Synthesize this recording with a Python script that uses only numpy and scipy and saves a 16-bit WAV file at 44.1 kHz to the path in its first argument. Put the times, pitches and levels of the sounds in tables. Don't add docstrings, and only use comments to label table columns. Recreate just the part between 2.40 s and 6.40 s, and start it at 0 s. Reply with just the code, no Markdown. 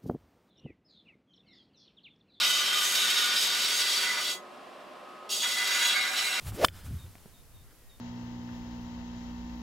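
import sys
import numpy as np
from scipy import signal
from scipy.fft import rfft, irfft
from scipy.io import wavfile

SR = 44100
rng = np.random.default_rng(int(sys.argv[2]) if len(sys.argv) > 2 else 0)


def wav_record(signal):
    frames = np.transpose(np.atleast_2d(signal))
    bounded = np.clip(frames, -1, 1)
    quanta = np.round(bounded * 32767).astype(np.int16)
    wavfile.write(sys.argv[1], SR, quanta)


N = 176400
TIME, FREQS = np.arange(N) / SR, np.fft.rfftfreq(N, 1 / SR)

# time_s, mid_db, low_db, treble_db
FIRST_PASS = [(0.0, -23, -30.5, -35.5), (0.082, -30, -34.5, -32.5), (0.138, -29, -36.5, -34),
              (0.31, -30, -33.5, -36.5), (0.476, -31.5, -34, -30.5), (0.68, -28.5, -33, -33.5),
              (0.87, -29, -33, -34.5), (0.924, -28.5, -33, -37.5), (1.014, -28, -36, -31),
              (1.102, -28.5, -34, -35.5), (1.402, -29, -36.5, -33.5), (1.462, -28.5, -35, -36),
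              (1.506, -27.5, -34.5, -33), (1.79, -34.5, -33, -40.5), (1.828, -32.5, -41.5, -38),
              (1.894, -31.5, -39.5, -37.5), (1.934, -36, -49, -38), (1.99, -66, -60, -60)]
SECOND_PASS = [(2.885, -79, -66, -88), (2.893, -37.5, -53, -47), (2.911, -32, -53, -34.5),
               (2.987, -35, -48, -36.5), (3.009, -32.5, -57, -37.5), (3.033, -32.5, -34.5, -36.5),
               (3.145, -33, -41, -37), (3.169, -33.5, -34.5, -38), (3.271, -31, -34, -37),
               (3.461, -28.5, -31, -34.5), (3.471, -29, -39, -31.5), (3.495, -28, -34, -35.5),
               (3.561, -31.5, -32.5, -39), (3.715, -37, -35, -42), (3.783, -29, -33.5, -36.5),
               (3.861, -34.5, -36.5, -37.5), (4.0, -33, -34, -39.5)]
# frequency_hz, level_db
RASP_EQ = [(300, -54), (700, -17.5), (1100, -10), (1700, -5.5), (2300, -3), (3000, 1.5), (4000, -1),
           (4700, -0.5), (5700, -6), (6600, -10), (7200, -6.5), (8300, -10), (11000, -11.5), (13000, -16),
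           (15800, -21)]
# pitch_hz, width_hz, level_db, sweet_spot (0-1 along the edge), loss_elsewhere_db
GLASS_MODES = [(760, 28, -15.5, 0.96, 15), (958, 27, -17, 0.62, 4.5), (1143, 29, -17, 0.3, 3),
               (1208.3, 41, -9, 0.09, 5.5), (1315, 35, -15.5, 0.6, 3.5), (1458.7, 17.5, -7, 0.12, 1.5),
               (1501, 23, -13, 0.47, 4), (1610, 23, -8.5, 0.87, 28), (1727, 41, -14, .85, 9),
               (1875, 42, -15.5, 0.4, 6), (2005.5, 15, -2, 0.65, 9.5), (2156, 22, -4.5, 1, 7),
               (2333, 36, -10, 0, 6.5), (2396, 28, -9.5, 1, 2), (2617, 50, -15.5, 0.14, 3.5),
               (2726, 25, -12, 0.9, 4), (2795, 28, -15, 0.15, 7.5), (3005, 23, -7.5, 0.12, 7.5),
               (3190, 27, -8.5, .13, 9), (3320, 19, -7, 0.69, 7), (3594, 28, -7.5, 0.22, 7),
               (3730, 71, -10, 0.24, 25), (3783, 55, -10.5, .48, -3), (4028, 39, -5.5, 1, 10),
               (4085, 70, -12, 0.6, 6.5), (4540, 44, -12, 0.56, 5.5), (4655, 32, -12, 0.27, 2.5),
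               (4810, 17, -14.5, 0.68, 8), (5026, 16, -17, 0.24, 7), (5230, 50, -19, 0.07, 6),
               (5515, 30, -11, .95, 1), (5720, 45, -16, .7, 6), (6060, 22, -10.5, .02, 14),
               (6490, 50, -8, 0.22, 4), (6666, 52, -4, .74, 8.5), (7580, 29, -14, 0.4, 3),
               (7860, 130, -10.5, .99, 2.5), (8490, 60, -14, 0.35, 3), (8640, 30, -14, 0.92, 14),
               (11050, 45, -15.5, 0.74, 10), (11370, 70, -18, .25, 6), (12800, 70, -19, 0.75, 9)]
# start_s, length_s, pitch_hz, level_db
SQUEALS = [(0.0, 0.18, 3737, -34.5), (0.0, 0.27, 3065, -34.5), (0.0, 0.28, 4690, -39),
           (0.218, 0.27, 3135, -34), (0.535, 0.1, 3017, -34.5), (0.57, .1, 3866, -34),
           (0.741, 0.15, 3760, -35.5), (0.955, .1, 5007, -36), (1.307, .1, 6400, -37.5),
           (1.35, 0.17, 3801, -39), (1.48, .2, 4560, -41), (1.828, .11, 3350, -38),
           (2.893, 0.14, 4810, -43), (2.996, .1, 3347, -33.5), (3.006, .05, 6630, -37),
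           (3.113, 0.15, 2008, -37), (3.337, 0.079, 6730, -36.5), (3.414, .14, 3368, -31.5),
           (3.44, 0.044, 6670, -33.5), (3.54, 0.068, 2165, -29), (3.738, .12, 4038, -42),
           (3.86, .14, 2730, -36.5)]
# frequency_hz, t60_s
ROOM_DECAY = [(300, 0.39), (3000, 0.16), (14000, 0.095)]
# frequency_hz, level_db
ROOM_EQ = [(500, -8.5), (3000, -8), (8000, -7), (13000, -12.5)]
# pitch_hz, level_db
HUM_TONES = [(59, -88), (262, -69), (360.5, -62), (592, -65), (759, -69.5), (1044, -59.5), (1131, -61),
             (1432, -71), (1669, -73), (2697, -72)]
# time_s, level_db
WHINE_LEVEL = [(0, -59), (1.8, -59), (2.05, -53.5), (2.3, -63), (2.5, -63), (2.75, -53.5), (3.0, -53),
               (4, -52)]
# frequency_hz, level_db
RUSH_EQ = [(20, -29), (45, -31), (70, -22), (105, -22), (150, -13), (195, -3.5), (270, -3), (320, -5),
           (370, -3.5), (480, -0.5), (600, 4.5), (670, 0), (750, 4), (850, -3), (1000, -1.5), (1300, -3),
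           (1520, -6.5), (2200, -11), (2750, -10), (4000, -16.5), (5200, -20), (6200, -25.5), (8500, -27.5),
           (12000, -32.5), (15800, -41)]
# frequency_hz, correlation (0-1)
RUSH_LIKENESS = [(60, 0.68), (130, 1), (290, 0.69), (640, 0.75), (1410, 0.55), (3100, 0.8), (6820, 0.71),
                 (15000, 0.96)]
# frequency_hz, left_minus_right_db
RUSH_BALANCE = [(60, -2), (150, 0.5), (380, -4.5), (950, 1), (2380, -1.5), (5980, 0.0), (15000, -1)]
# pitch_hz, width_hz, level_db
DRONE_MODES = [(203, 14.5, -64), (236.5, 21, -66.5), (383.5, 7.2, -59.5), (415, 11, -61)]

TOUCH_S, LIFT_S = .003, .03
LOW_EDGE_HZ, HIGH_EDGE_HZ, CROSSOVER_ORDER = 2450, 5800, 8.1
GRAINS_PER_S, GRAIN_SPREAD_DB = 22000, 2.5
BITES_PER_S, BITE_SIZE, BITE_S = 220, .29, .0017
CHATTER_DB, CHATTER_HZ = 0.47, 218
LAP_DB, LAP_HZ = 0.34, 11.7
THICKET_T60_S, THICKET_SHARE = 0.086, 0.27
RASP_TRIMS_DB = (-8, -6, -3)
GLASS_TRIM_DB, SWEET_SPOT_REACH = -0.22, 0.2
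DRIVE_SPREAD = 0.063
SQUEAL_TRIM_DB, SQUEAL_JITTER_HZ, FLUTTER_DB, FLUTTER_RATE_HZ = -1.5, 18.1, 2, 60
ROOM_CENTRE_SHARE, PAN_DB = 0.21, -.3
WHINE_HZ, WAVER_DB, WAVER_DEPTH_HZ = 1263, 0.8, 0.77
RUSH_DB, LOAD_BOOST_DB, DRONE_SECOND_PASS_DB = -48.5, 0.36, -4
CUTOFF_HZ = 15900


def amp(db):
    return 10 ** (np.asarray(db) / 20)


def unit(x):
    return x / np.sqrt(np.mean(x ** 2) + 1e-20)


def at_hz(points, hz):
    f, value = np.transpose(points)
    return np.interp(np.log(hz + 1), np.log(f + 1), value)


def eq(x, gain):
    return irfft(rfft(x) * gain, N)


def drift(rate_hz):
    return unit(eq(rng.standard_normal(N), 1 / (1 + (FREQS / rate_hz) ** 4)))


def ring(x, hz, width_hz):
    r = np.exp(-np.pi * width_hz / SR)
    return signal.lfilter([1, 0, -1], [1, -2 * r * np.cos(2 * np.pi * hz / SR), r * r], x)


def contact():
    touch, gains = np.zeros(N), np.zeros((3, N))
    for rows in (FIRST_PASS, SECOND_PASS):
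        times, mid, low, treble = np.transpose(rows)
        attack = np.clip((TIME - times[0]) / TOUCH_S + 1, 0, 1)
        release = np.clip((times[-1] - TIME) / LIFT_S + 1, 0, 1)
        gate = attack * release
        touch += gate
        gains += gate * amp([np.interp(TIME, times, db) for db in (low, mid, treble)])
    return touch, gains


def grit():
    size = amp(GRAIN_SPREAD_DB * np.minimum(rng.exponential(1, N), 5)) * rng.choice([-1, 1], N)
    bites = (rng.random(N) < BITES_PER_S / SR) * np.minimum(rng.exponential(1, N), 3)
    crumble = 1 + BITE_SIZE * signal.lfilter([1], [1, -np.exp(-1 / (BITE_S * SR))], bites)
    tremble = amp(CHATTER_DB * drift(CHATTER_HZ) + LAP_DB * np.sin(2 * np.pi * LAP_HZ * TIME))
    hits = rng.random(N) < GRAINS_PER_S / SR
    return unit(hits * size * crumble * tremble)


def rasp(grains, gains, place, zones=4):
    t = np.arange(SR // 5) / SR
    thicket = np.zeros(N)
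    for zone in range(zones):
        response = rng.standard_normal(len(t)) * amp(-60 * t / THICKET_T60_S)
        crossfade = np.cos(np.pi / 2 * np.clip(place * (zones - 1) - zone, -1, 1))
        thicket += crossfade * unit(signal.fftconvolve(grains, response)[:N])
    scrape = np.sqrt(1 - THICKET_SHARE) * grains + np.sqrt(THICKET_SHARE) * thicket
    low, low_mid = (1 / (1 + (FREQS / hz) ** (2 * CROSSOVER_ORDER)) for hz in (LOW_EDGE_HZ, HIGH_EDGE_HZ))
    colour = amp(at_hz(RASP_EQ, FREQS))
    bands = zip(gains, (low, low_mid - low, 1 - low_mid), RASP_TRIMS_DB)
    return sum(gain * amp(db) * unit(eq(scrape, colour * band)) for gain, band, db in bands)


def glass_ring(grains, gains, place):
    out = np.zeros(N)
    for hz, width, db, sweet_spot, loss_db in GLASS_MODES:
        band_gain = gains[int(hz > LOW_EDGE_HZ) + int(hz > HIGH_EDGE_HZ)]
        away = 1 - np.exp(-((place - sweet_spot) / SWEET_SPOT_REACH) ** 2)
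        uptake = 1 / (1 + ((FREQS - hz) / (DRIVE_SPREAD * hz)) ** 2)
        drive = eq(grains * rng.choice([-1, 1], N), uptake)
        drive /= np.std(ring(drive, hz, width))
        out += ring(drive * band_gain * amp(db - loss_db * away), hz, width)
    return amp(GLASS_TRIM_DB) * out


def squeals():
    out = np.zeros(N)
    for start, length, hz, db in SQUEALS:
        swell = np.sin(np.pi * np.clip((TIME - start) / length, 0, 1)) ** 2
        cycles = np.cumsum(hz + SQUEAL_JITTER_HZ * drift(FLUTTER_RATE_HZ)) / SR
        level = amp(db + FLUTTER_DB * drift(FLUTTER_RATE_HZ))
        out += swell ** 0.28 * level * np.sin(2 * np.pi * cycles)
    return np.sqrt(2) * amp(SQUEAL_TRIM_DB) * out


def workshop_echo(x):
    hz, t, noise = signal.stft(rng.standard_normal((2, SR // 3)), SR, nperseg=256)
    decay = amp(-60 * t / at_hz(ROOM_DECAY, hz)[:, None])
    tail = signal.istft(noise * decay, SR, nperseg=256)[1]
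    tail = np.pad(tail, ((0, 0), (SR // 300, 0)))
    tail /= np.linalg.norm(tail, axis=1, keepdims=True)
    centre, side = signal.fftconvolve(x[None], tail, axes=1)[:, :N]
    wet = np.sqrt(ROOM_CENTRE_SHARE) * centre + np.sqrt(1 - ROOM_CENTRE_SHARE) * np.array([side, -side])
    return eq(wet, amp(at_hz(ROOM_EQ, FREQS)))


def motor():
    def tone(hz, db):
        cycles = np.cumsum(hz + WAVER_DEPTH_HZ * drift(rate_hz=7.2)) / SR + rng.random()
        return np.sqrt(2) * amp(db + WAVER_DB * drift(rate_hz=3.2)) * np.sin(2 * np.pi * cycles)
    hum = sum(tone(hz, db) for hz, db in HUM_TONES)
    return hum + tone(WHINE_HZ, np.interp(TIME, *np.transpose(WHINE_LEVEL)))


def belt_rush(touch):
    left, spread = rng.standard_normal((2, N))
    likeness = at_hz(RUSH_LIKENESS, FREQS)
    right = eq(left, likeness) + eq(spread, np.sqrt(1 - likeness ** 2))
    lean_db = at_hz(RUSH_BALANCE, FREQS) / 2
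    colour = amp(at_hz(RUSH_EQ, FREQS) + np.array([lean_db, -lean_db]))
    rush = unit(eq(np.array([left, right]), colour))
    return rush * amp(RUSH_DB + LOAD_BOOST_DB * touch + .5 * drift(rate_hz=30))


def load_drone(touch):
    shake = touch * amp(np.where(TIME > SECOND_PASS[0][0], DRONE_SECOND_PASS_DB, 0))
    modes = (amp(db) * unit(ring(rng.standard_normal(N), hz, width)) for hz, width, db in DRONE_MODES)
    return shake * sum(modes)


def scene():
    touch, gains = contact()
    place = np.cumsum(touch) / touch.sum()
    grains = grit()
    grinding = rasp(grains, gains, place) + glass_ring(grains, gains, place) + squeals()
    machine = motor() + belt_rush(touch) + load_drone(touch)
    pan = amp([[PAN_DB / 2], [-PAN_DB / 2]])
    return (grinding + workshop_echo(grinding)) * pan + machine


def record(dry):
    lowpass = signal.firwin(601, CUTOFF_HZ, window=("kaiser", 9), fs=SR)
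    return signal.oaconvolve(dry, lowpass[None], "same")


dry = scene()
out = record(dry)
wav_record(out)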